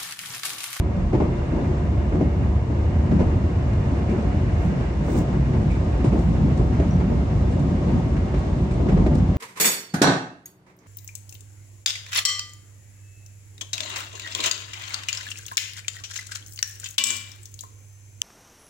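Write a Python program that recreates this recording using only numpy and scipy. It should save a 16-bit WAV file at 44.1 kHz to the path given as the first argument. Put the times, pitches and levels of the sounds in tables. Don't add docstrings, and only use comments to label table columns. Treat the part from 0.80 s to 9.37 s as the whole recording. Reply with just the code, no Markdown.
import sys
import numpy as np
from scipy import signal
from scipy.fft import irfft
from scipy.io import wavfile
from scipy.ndimage import uniform_filter1d, map_coordinates

SR = 44100
rng = np.random.default_rng(int(sys.argv[2]) if len(sys.argv) > 2 else 0)


def pcm_store(signal):
    levels = np.round(np.clip(np.atleast_2d(signal), -1, 1) * 32767)
    wavfile.write(sys.argv[1], SR, levels.astype(np.int16).T)


N = 377937
TIME = np.arange(N) / SR
FREQ = np.maximum(np.arange(N // 2 + 1) * SR / N, 1)

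# t/s, shudder level/dB
SHUDDER_LEVEL = [(0, -32), (0.36, -29), (1.2, -40.5), (2.6, -33), (3.3, -42), (4.7, -35.5), (6.8, -36.5),
                 (7.8, -37), (8.25, -24), (8.57, -37)]
# t/s, rumble level/dB
RUMBLE_LEVEL = [(0, -22), (0.6, -26), (1.2, -24.5), (1.9, -22.5), (2.8, -25), (3.3, -25.5), (3.75, -20),
                (4.2, -29.5), (4.8, -24), (5.6, -21), (6.4, -23), (7.1, -22), (7.7, -23.5), (8.57, -21.5)]
# t/s, floor boom level/dB
BOOM_LEVEL = [(0, -31.5), (0.8, -26.5), (2.0, -27.5), (2.8, -27), (4.15, -27.5), (4.7, -24.5), (5.3, -24.5),
              (5.8, -23.5), (6.5, -24), (7.1, -23), (7.8, -26.5), (8.3, -22)]
# t/s, level/dB before WHEEL_RING_TRIM_DB
WHEEL_RING_LEVEL = [(0.0, -50.5), (0.58, -47), (1.75, -48.5), (2.9, -47), (3.6, -46), (4.6, -47),
                    (6.6, -47.5), (8.4, -48.5)]
# t/s, level/dB before HISS_TRIM_DB
HISS_LEVEL = [(0.0, -59), (0.44, -57), (1.8, -57.5), (4.4, -55), (8.4, -55)]
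# f/Hz, relative level per Hz/dB
CABIN_COLOUR = [(18, -36.5), (30, -30.5), (42, -6), (66, -1), (186, -7), (226, -10.5), (340, -17.5),
                (450, -22), (1050, -32), (1400, -35.5), (2200, -39.5), (3200, -49), (7200, -56),
                (9700, -67), (11500, -108)]
# f/Hz, width at half the lift/Hz, lift/dB
CABIN_RESONANCES = [(104.6, 11, -5), (178.6, 8.9, -0.5), (260, 48, -1.5), (364.3, 15, 5), (386, 17, -2),
                    (432, 14, 0.5), (587, 14, 4.5), (675, 41, -0.5), (901, 29, 3.5), (2163, 120, -1),
                    (2855, 220, 4), (3560, 210, 2)]
# f/Hz, likeness/0-1, left minus right level/dB, lead of the left ear/rad
EAR_DIFFERENCES = [(60, 1, -0.5, 0), (201, 0.94, -.5, 0), (357, 0.97, 4, -0.4), (450, 0.6, -1, -1),
                   (635, 0.52, 0, 0.63), (1120, 0.04, 4.5, 0.1), (1290, 0.32, 0, -2.5), (2480, 0, -3, -2),
                   (3600, 0.22, 2, -3.5), (4240, 0.15, 0, 1), (6740, 0.1, 6.5, 1.5), (8650, 0.8, 1, 1.02)]

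DRONE_CYCLES_PER_TURN = [6, 7.29, 8, 9, 10, 12, 13, 14.58, 17]
# level on the first stretch/dB, level on the second stretch/dB
DRONE_LEVELS = [(-45, -28), (-29, -44.5), (-34, -43), (-37, -36), (-30.5, -45), (-38.5, -39),
                (-34.5, -37.5), (-40, -40.5), (-53.5, -37.5)]

# t/s, strength/dB, clank relative to thud/dB, favoured floor f/Hz
RAIL_JOINTS = [(0.328, -14.5, -23, 370), (0.4, -13, -24, 310), (0.725, -19, -27, 240),
               (0.77, -18, -38, 240), (1.32, -19.5, -20, 370), (1.342, -18, -30, 305),
               (1.406, -18, -23, 220), (1.9, -22.5, -29, 305), (2.313, -17.5, -19.5, 175),
               (2.392, -13.5, -22, 175), (3.312, -18.5, -24, 370), (3.379, -20.5, -19.5, 230),
               (4.282, -17.5, -26, 240), (4.344, -15.5, -21, 307), (4.534, -23, -25, 590),
               (4.732, -20.5, -19, 135), (5.242, -15, -22.5, 135), (5.324, -14, -23, 310),
               (5.789, -17.5, -38, 135), (5.923, -25, -12, 240), (6.198, -19.5, -19, 175),
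               (6.296, -20.5, -35, 370), (6.761, -23.5, -31, 590), (8.002, -22.5, -31, 305),
               (8.055, -17, -33, 368), (8.087, -18, -17.5, 370), (8.166, -17, -22, 365),
               (8.205, -20, -25, 305), (8.264, -18.5, -29, 305), (8.309, -20.5, -24, 590)]
# f/Hz, relative level/dB, time to fall by 60 dB/s
FLOOR_RINGING = [(129, 10.5, 0.34), (177.5, 6, 0.42), (238.6, 6, 0.35), (310.2, 3.5, 0.27),
                 (368.3, 1.5, 0.38), (437, 0, 0.24), (478, -9.5, 0.096), (529, -2, 0.21), (598, -2.5, 0.34),
                 (699, -4, 0.28), (884, -10, 0.19), (1026, -16, 0.16)]
# f/Hz, relative level per Hz/dB
THUD_COLOUR = [(80, -17.5), (170, 4.5), (330, 4), (560, -8.5), (900, -12.5), (1400, -26.5), (3000, -73.5),
               (8000, -92.5)]
# f/Hz, relative level per Hz/dB
CLANK_COLOUR = [(500, -29), (1100, 8), (2300, 3), (3500, -8), (7000, -15.5), (10000, -31), (12000, -59)]
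# t/s, level/dB
RAIL_DIPS = [(0.15, -16.5), (0.3, -17.5), (2.3, -8.5), (3.83, -11), (5.44, -11), (6.11, -12.5), (7.13, -10),
             (8.12, -9.5)]
# f/Hz, width at half amplitude/Hz, relative level/dB
WHEEL_RESONANCES = [(2147, 49, -1.5), (2770, 32, -6.5), (2838, 29, -9), (3550, 56, -11)]

# t/s, level/dB, crack relative to knock/dB, time for the crack to fall by 60 dB/s
FLOOR_KNOCKS = [(0.331, -22.5, -23.5, .05), (0.405, -24, -29, .06), (1.409, -21.5, -21, .06),
                (2.318, -25.5, -22, .07), (5.998, -21, -14, 0.089), (7.365, -41, 1, 0.13),
                (7.54, -28.5, -9.5, 0.23), (8.002, -25, -22, 0.048), (8.263, -19.5, -14, 0.073)]
# f/Hz, relative level/dB, time to fall by 60 dB/s
KNOCK_RINGING = [(285.2, 4, 0.13), (385, 2.5, 0.13), (476, -10, 0.14), (614, -9, 0.043), (625, -4, 0.091),
                 (740, -12, 0.11), (1000, -28, 0.032)]

# t/s, level before a common lift/dB, time to fall by 60 dB/s
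FITTING_TICKS = [(2.932, -52.5, 0.043), (3.294, -52, 0.13), (4.899, -58, 0.49), (5.242, -52.5, 0.23),
                 (5.389, -56, 0.22), (5.772, -57, 0.24), (6.711, -53, 0.1), (6.793, -60, 0.15),
                 (7.369, -64, .15), (7.578, -55, .18), (7.909, -57, 0.23), (8.088, -60, .2),
                 (8.262, -55, 0.098), (8.346, -49.5, 0.2)]
# f/Hz, relative level per Hz/dB
TICK_SPECTRUM = [(1500, -33), (2400, -18), (3500, 7), (6000, 1.5), (7600, 2.5), (8800, 1), (11000, -31),
                 (15000, -17)]
# t/s, level/dB, time to fall by 60 dB/s
METAL_JINGLES = [(3.285, -37, 0.14), (4.897, -39.5, 0.27), (7.905, -44, 0.17)]
# t/s at the middle, level/dB, half length/s
SOFT_RUSTLES = [(3.85, -60, .06), (4.317, -51.5, 0.063), (4.386, -46.5, 0.037), (5.436, -60, 0.081)]
# f/Hz, relative level per Hz/dB
RUSTLE_SPECTRUM = [(1500, -25.5), (3500, 2), (6500, 10), (9000, 6.5), (11000, -18), (15500, 4)]
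# t/s at the middle, f/Hz, level/dB, half length/s
TRIM_SLIPS = [(6.11, 5850, -49, 0.0045), (6.123, 5880, -51, .004), (6.137, 5870, -53, 0.0095),
              (6.165, 5900, -54, .003)]

# multiple of the mesh rate, level at the start/dB, fade per s/dB
GEAR_LINES = [(.8, -51, 1.2), (1, -51.5, 0), (1.004, -53, 0), (1.395, -55, 1.3)]
# f/Hz, level/dB
BODY_TONES = [(372, -42.5), (2030, -76)]

ROAR_DB, ROAR_FOLLOWS_BOOM = -32, 0.19
HISS_TRIM_DB, WHEEL_RING_TRIM_DB = 2, 1.48
MESH_HZ, MESH_HZ_PER_S, MESHES_PER_WHEEL_TURN = 705, 5.9, 73
STRETCH_S, STRETCH_BLEND_S, DRONE_SWELL_S = 3.84, 0.27, 0.66
THUD_T60_S, CLANK_T60_S, JOINT_RISE_S, HARD_BLOW_DB = 0.4, 0.22, 0.0018, -18
REBOUND_S, REBOUND_DB = 0.02, -5.5
SPOT_DB, SPOT_OCTAVES = 9, 0.25
BOOM_HZ, BOOM_WIDTH_HZ, BOOM_T60_S, BOOM_RISE_S, JOINT_BOOM_DB = 172, 45, 0.36, 0.024, -9
SING_DB, SING_JOINT_DB, SING_T60_S = -58.5, -37.5, 0.39
JINGLE_HZ, JINGLE_WIDTH_HZ = 2340, 380
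TOP_HZ = 15700


def rolling():
    lift_db = sum(db / (1 + (2 * (FREQ - hz) / width) ** 2) for hz, width, db in CABIN_RESONANCES)
    cabin = colour(CABIN_COLOUR) * undb(lift_db) * standing_waves(spacing_hz=14)
    edges = [0, 48, 120, 280, 1300, 3000, SR]  # Hz, between the six bands
    bands = [field(cabin * (FREQ >= low) * (FREQ < high)) for low, high in zip(edges, edges[1:])]
    shudder, rumble, boom, roar, wheels, hiss = bands
    [shudder_db], [rumble_db], [boom_db] = curves(SHUDDER_LEVEL), curves(RUMBLE_LEVEL), curves(BOOM_LEVEL)
    [wheels_db], [hiss_db] = curves(WHEEL_RING_LEVEL), curves(HISS_LEVEL)

    throb = np.sin(2 * np.pi * wheel_turns())
    through_springs = even(shudder, span=0.62) * undb(shudder_db)
    through_springs = through_springs + even(rumble, span=0.11) * undb(rumble_db + 0.98 * walk(14))
    through_springs = through_springs + even(boom, span=0.11) * undb(boom_db + 1.88 * walk(14))

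    wheels = wander(wheels, share=0.007) * undb(0.88 * walk(70))
    patches = walk(14)
    roar_db = ROAR_DB + ROAR_FOLLOWS_BOOM * (boom_db - np.mean(boom_db))
    through_walls = roar * undb(roar_db + 0.58 * patches)
    through_walls = through_walls + wheels * undb(wheels_db + WHEEL_RING_TRIM_DB + 0.26 * patches)
    through_walls = through_walls + hiss * undb(hiss_db + HISS_TRIM_DB + 0.38 * patches)
    return through_springs * undb(0.34 * throb) + through_walls


def drone():
    turns = wheel_turns()
    second = 0.5 + 0.5 * np.tanh((TIME - STRETCH_S) / STRETCH_BLEND_S)
    lines = np.zeros(N)
    for cycles, (first_db, second_db) in zip(DRONE_CYCLES_PER_TURN, DRONE_LEVELS):
        level_db = first_db + (second_db - first_db) * second + 1.7 * walk(3)
        phase = 2 * np.pi * (cycles * turns + rng.random()) + 0.25 * walk(3)
        lines += undb(level_db) * np.sin(phase)
    return np.sqrt(2) * lines * (1 - np.exp(-TIME / DRONE_SWELL_S))


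def joints():
    rebounds = np.add(RAIL_JOINTS, [REBOUND_S, REBOUND_DB, 0, 0])
    s, db, clank_db, spot_hz = np.vstack([RAIL_JOINTS, rebounds]).T
    rise = JOINT_RISE_S * undb(HARD_BLOW_DB - db)
    thud_shape = blows(np.broadcast(s, db, THUD_T60_S, rise))
    clank_shape = blows(np.broadcast(s, db + clank_db, CLANK_T60_S, rise))
    thud = even(field(colour(THUD_COLOUR)), span=0.034) * thud_shape
    clank = field(colour(CLANK_COLOUR)) * clank_shape
    chatter = undb(1.83 * walk(130))
    floor = ring(np.transpose([s, db, spot_hz]), FLOOR_RINGING, SPOT_DB, rise_s=0.0013)
    return undb(-19.0) * floor + chatter * (undb(-7.0) * thud + undb(-3.0) * clank)


def booming():
    resonance = 1 / (1 + (2 * (FREQ - BOOM_HZ) / BOOM_WIDTH_HZ) ** 2)
    jolts = list(RAIL_DIPS) + [(s, db + JOINT_BOOM_DB) for s, db, *_ in RAIL_JOINTS]
    swells = blows([(s, db, BOOM_T60_S, BOOM_RISE_S) for s, db in jolts])
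    return even(field(resonance), span=0.041) * swells


def knocks():
    cracks = blows([(s, db + crack_db, t60, 0.0006) for s, db, crack_db, t60 in FLOOR_KNOCKS])
    crack = field(colour(CLANK_COLOUR)) * cracks
    hollow = ring([(s, db, 1) for s, db, *_ in FLOOR_KNOCKS], KNOCK_RINGING, spot_db=0, rise_s=0.00036)
    bumps = [(when * TIME[-1], -53 + 5.9 * strength, 150 + 300 * spot)
             for when, strength, spot in rng.random(size=(40, 3))]
    rattle = field(colour(CLANK_COLOUR)) * blows([(s, db + 0.5, 0.15, 0.007) for s, db, _ in bumps])
    return hollow + crack + ring(bumps, FLOOR_RINGING, SPOT_DB, rise_s=0.004) + rattle


def singing():
    modes = sum(undb(db) / (1 + (2 * (FREQ - hz) / width) ** 2) for hz, width, db in WHEEL_RESONANCES)
    struck = blows([(s, db + SING_JOINT_DB, SING_T60_S, 0.004) for s, db, *_ in RAIL_JOINTS])
    rolled = undb(SING_DB + 1.4 * walk(11))
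    return field(modes) * np.hypot(rolled, struck)


def fittings():
    tick_shape = blows([(*tick, 0.0015) for tick in FITTING_TICKS])
    ticks = field(colour(TICK_SPECTRUM)) * tick_shape * undb(5 + 2.0 * walk(190))
    metal = 1 / (1 + (2 * (FREQ - JINGLE_HZ) / JINGLE_WIDTH_HZ) ** 2)
    jingles = field(metal) * blows([(*jingle, 0.004) for jingle in METAL_JINGLES])
    rubbing = sum(undb(db) * np.exp(-((TIME - s) / half) ** 2) for s, db, half in SOFT_RUSTLES)
    creaks = undb(-85.5 + 2.8 * walk(16))
    rustles = field(colour(RUSTLE_SPECTRUM)) * (rubbing + creaks) * undb(1.4 * walk(300))
    return ticks + jingles + rustles


def squeak():
    wobbly_time = np.cumsum(1 + 0.011 * walk(900)) / SR
    slips = np.zeros(N)
    for s, hz, db, half in TRIM_SLIPS:
        slips += np.sin(2 * np.pi * hz * wobbly_time) * undb(db) * np.exp(-((TIME - s) / half) ** 2)
    return slips * undb(2 * walk(150)) * undb([[3], [-2]])


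def gears():
    return sum(tone(multiple * mesh_rate(), db - fade * TIME, waver=0.33)
               for multiple, db, fade in GEAR_LINES)


def body_hum():
    return sum(tone(hz, db, waver=0.7) for hz, db in BODY_TONES)


def mesh_rate():
    return MESH_HZ + MESH_HZ_PER_S * TIME


def wheel_turns():
    return np.cumsum(mesh_rate() / MESHES_PER_WHEEL_TURN) / SR


def standing_waves(spacing_hz):
    hz = np.arange(0, SR / 2, spacing_hz)
    ripple = np.interp(FREQ, hz, rng.standard_normal(len(hz)))
    middle = FREQ / (FREQ + 700) / (1 + (FREQ / 1600) ** 2)
    return undb(4.5 * ripple * middle)


def field(gain):
    likeness, pan_db, lead = spectra(EAR_DIFFERENCES)
    likeness = np.clip(likeness, 0, 0.999)
    real, imaginary = rng.standard_normal((2, 2, len(FREQ)))
    noise = (real + 1j * imaginary) * gain
    mid, side = noise * np.sqrt([1 + likeness, 1 - likeness])
    ears = np.array([(mid + side) * np.exp(1j * lead), mid - side])
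    return unit(irfft(ears * undb([pan_db / 2, -pan_db / 2]), N))


def ring(hits, modes, spot_db, rise_s):
    age, out = TIME[:SR // 3], np.zeros((2, N + SR))
    hz, mode_db, t60 = np.transpose(modes)
    decay = np.exp(-np.log(1000) * age / t60[:, None]) * (1 - np.exp(-age / rise_s))
    chances = rng.standard_normal((len(hits), 3, len(hz)))
    for (s, db, spot_hz), (detune, sign, side) in zip(hits, chances):
        swing = np.sin(2 * np.pi * np.outer(hz * (1 + 0.014 * detune), age)) * decay
        octaves_away = np.log2(hz / spot_hz)
        lift_db = spot_db * np.exp(-(octaves_away / SPOT_OCTAVES) ** 2)
        size = np.sign(sign) * undb(db + mode_db + lift_db)
        angle = np.pi / 4 + side * hz / 1100
        ears = size * np.array([np.cos(angle), np.sin(angle)])
        out[:, int(s * SR):][:, :len(age)] += np.sqrt(2) * ears @ swing
    return out[:, :N]


def blows(rows):
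    power = np.zeros(N)
    for s, db, t60, rise in rows:
        start = int(s * SR)
        age = TIME[:SR][:N - start]
        shape = undb(db - 60 * age / t60) * (1 - np.exp(-age / rise))
        power[start:][:len(age)] += shape ** 2
    return np.sqrt(power)


def tone(hz, db, waver):
    carrier = np.exp(2j * np.pi * np.cumsum(hz * np.ones(N)) / SR)
    shared = 1 + waver * (walk(9) + 1j * walk(9))
    ears = [(carrier * (shared + waver * (walk(5.5) + 1j * walk(5.1)))).real for _ in range(2)]
    return undb(db) * unit(np.array(ears))


def wander(x, share):
    place = np.cumsum(1 + share * walk(7))
    return np.array([map_coordinates(ear, [place], mode="mirror") for ear in x])


def even(x, span):
    return x / np.sqrt(uniform_filter1d(np.mean(x ** 2, axis=0), int(span * SR)))


def walk(rate):
    k = int(SR / rate)
    steps = np.repeat(rng.standard_normal(N // k + 1), k)
    return 1.6 * uniform_filter1d(uniform_filter1d(steps, k), k)[:N]


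def curves(table):
    s, *columns = np.transpose(table)
    return [np.interp(TIME, s, column) for column in columns]


def spectra(table):
    hz, *columns = np.transpose(table)
    return [np.interp(np.log(FREQ), np.log(hz), column) for column in columns]


def colour(table):
    return undb(spectra(table)[0])


def undb(db):
    return 10 ** (np.asarray(db) / 20)


def unit(x):
    return x / np.sqrt(np.mean(x ** 2))


def scene():
    track = rolling() + drone() + joints() + booming() + knocks() + singing()
    cabin = fittings() + squeak() + gears() + body_hum()
    return track + cabin


def record(dry):
    return signal.sosfilt(signal.ellip(8, 0.2, 70, TOP_HZ, fs=SR, output="sos"), dry)


dry = scene()
out = record(dry)
pcm_store(out)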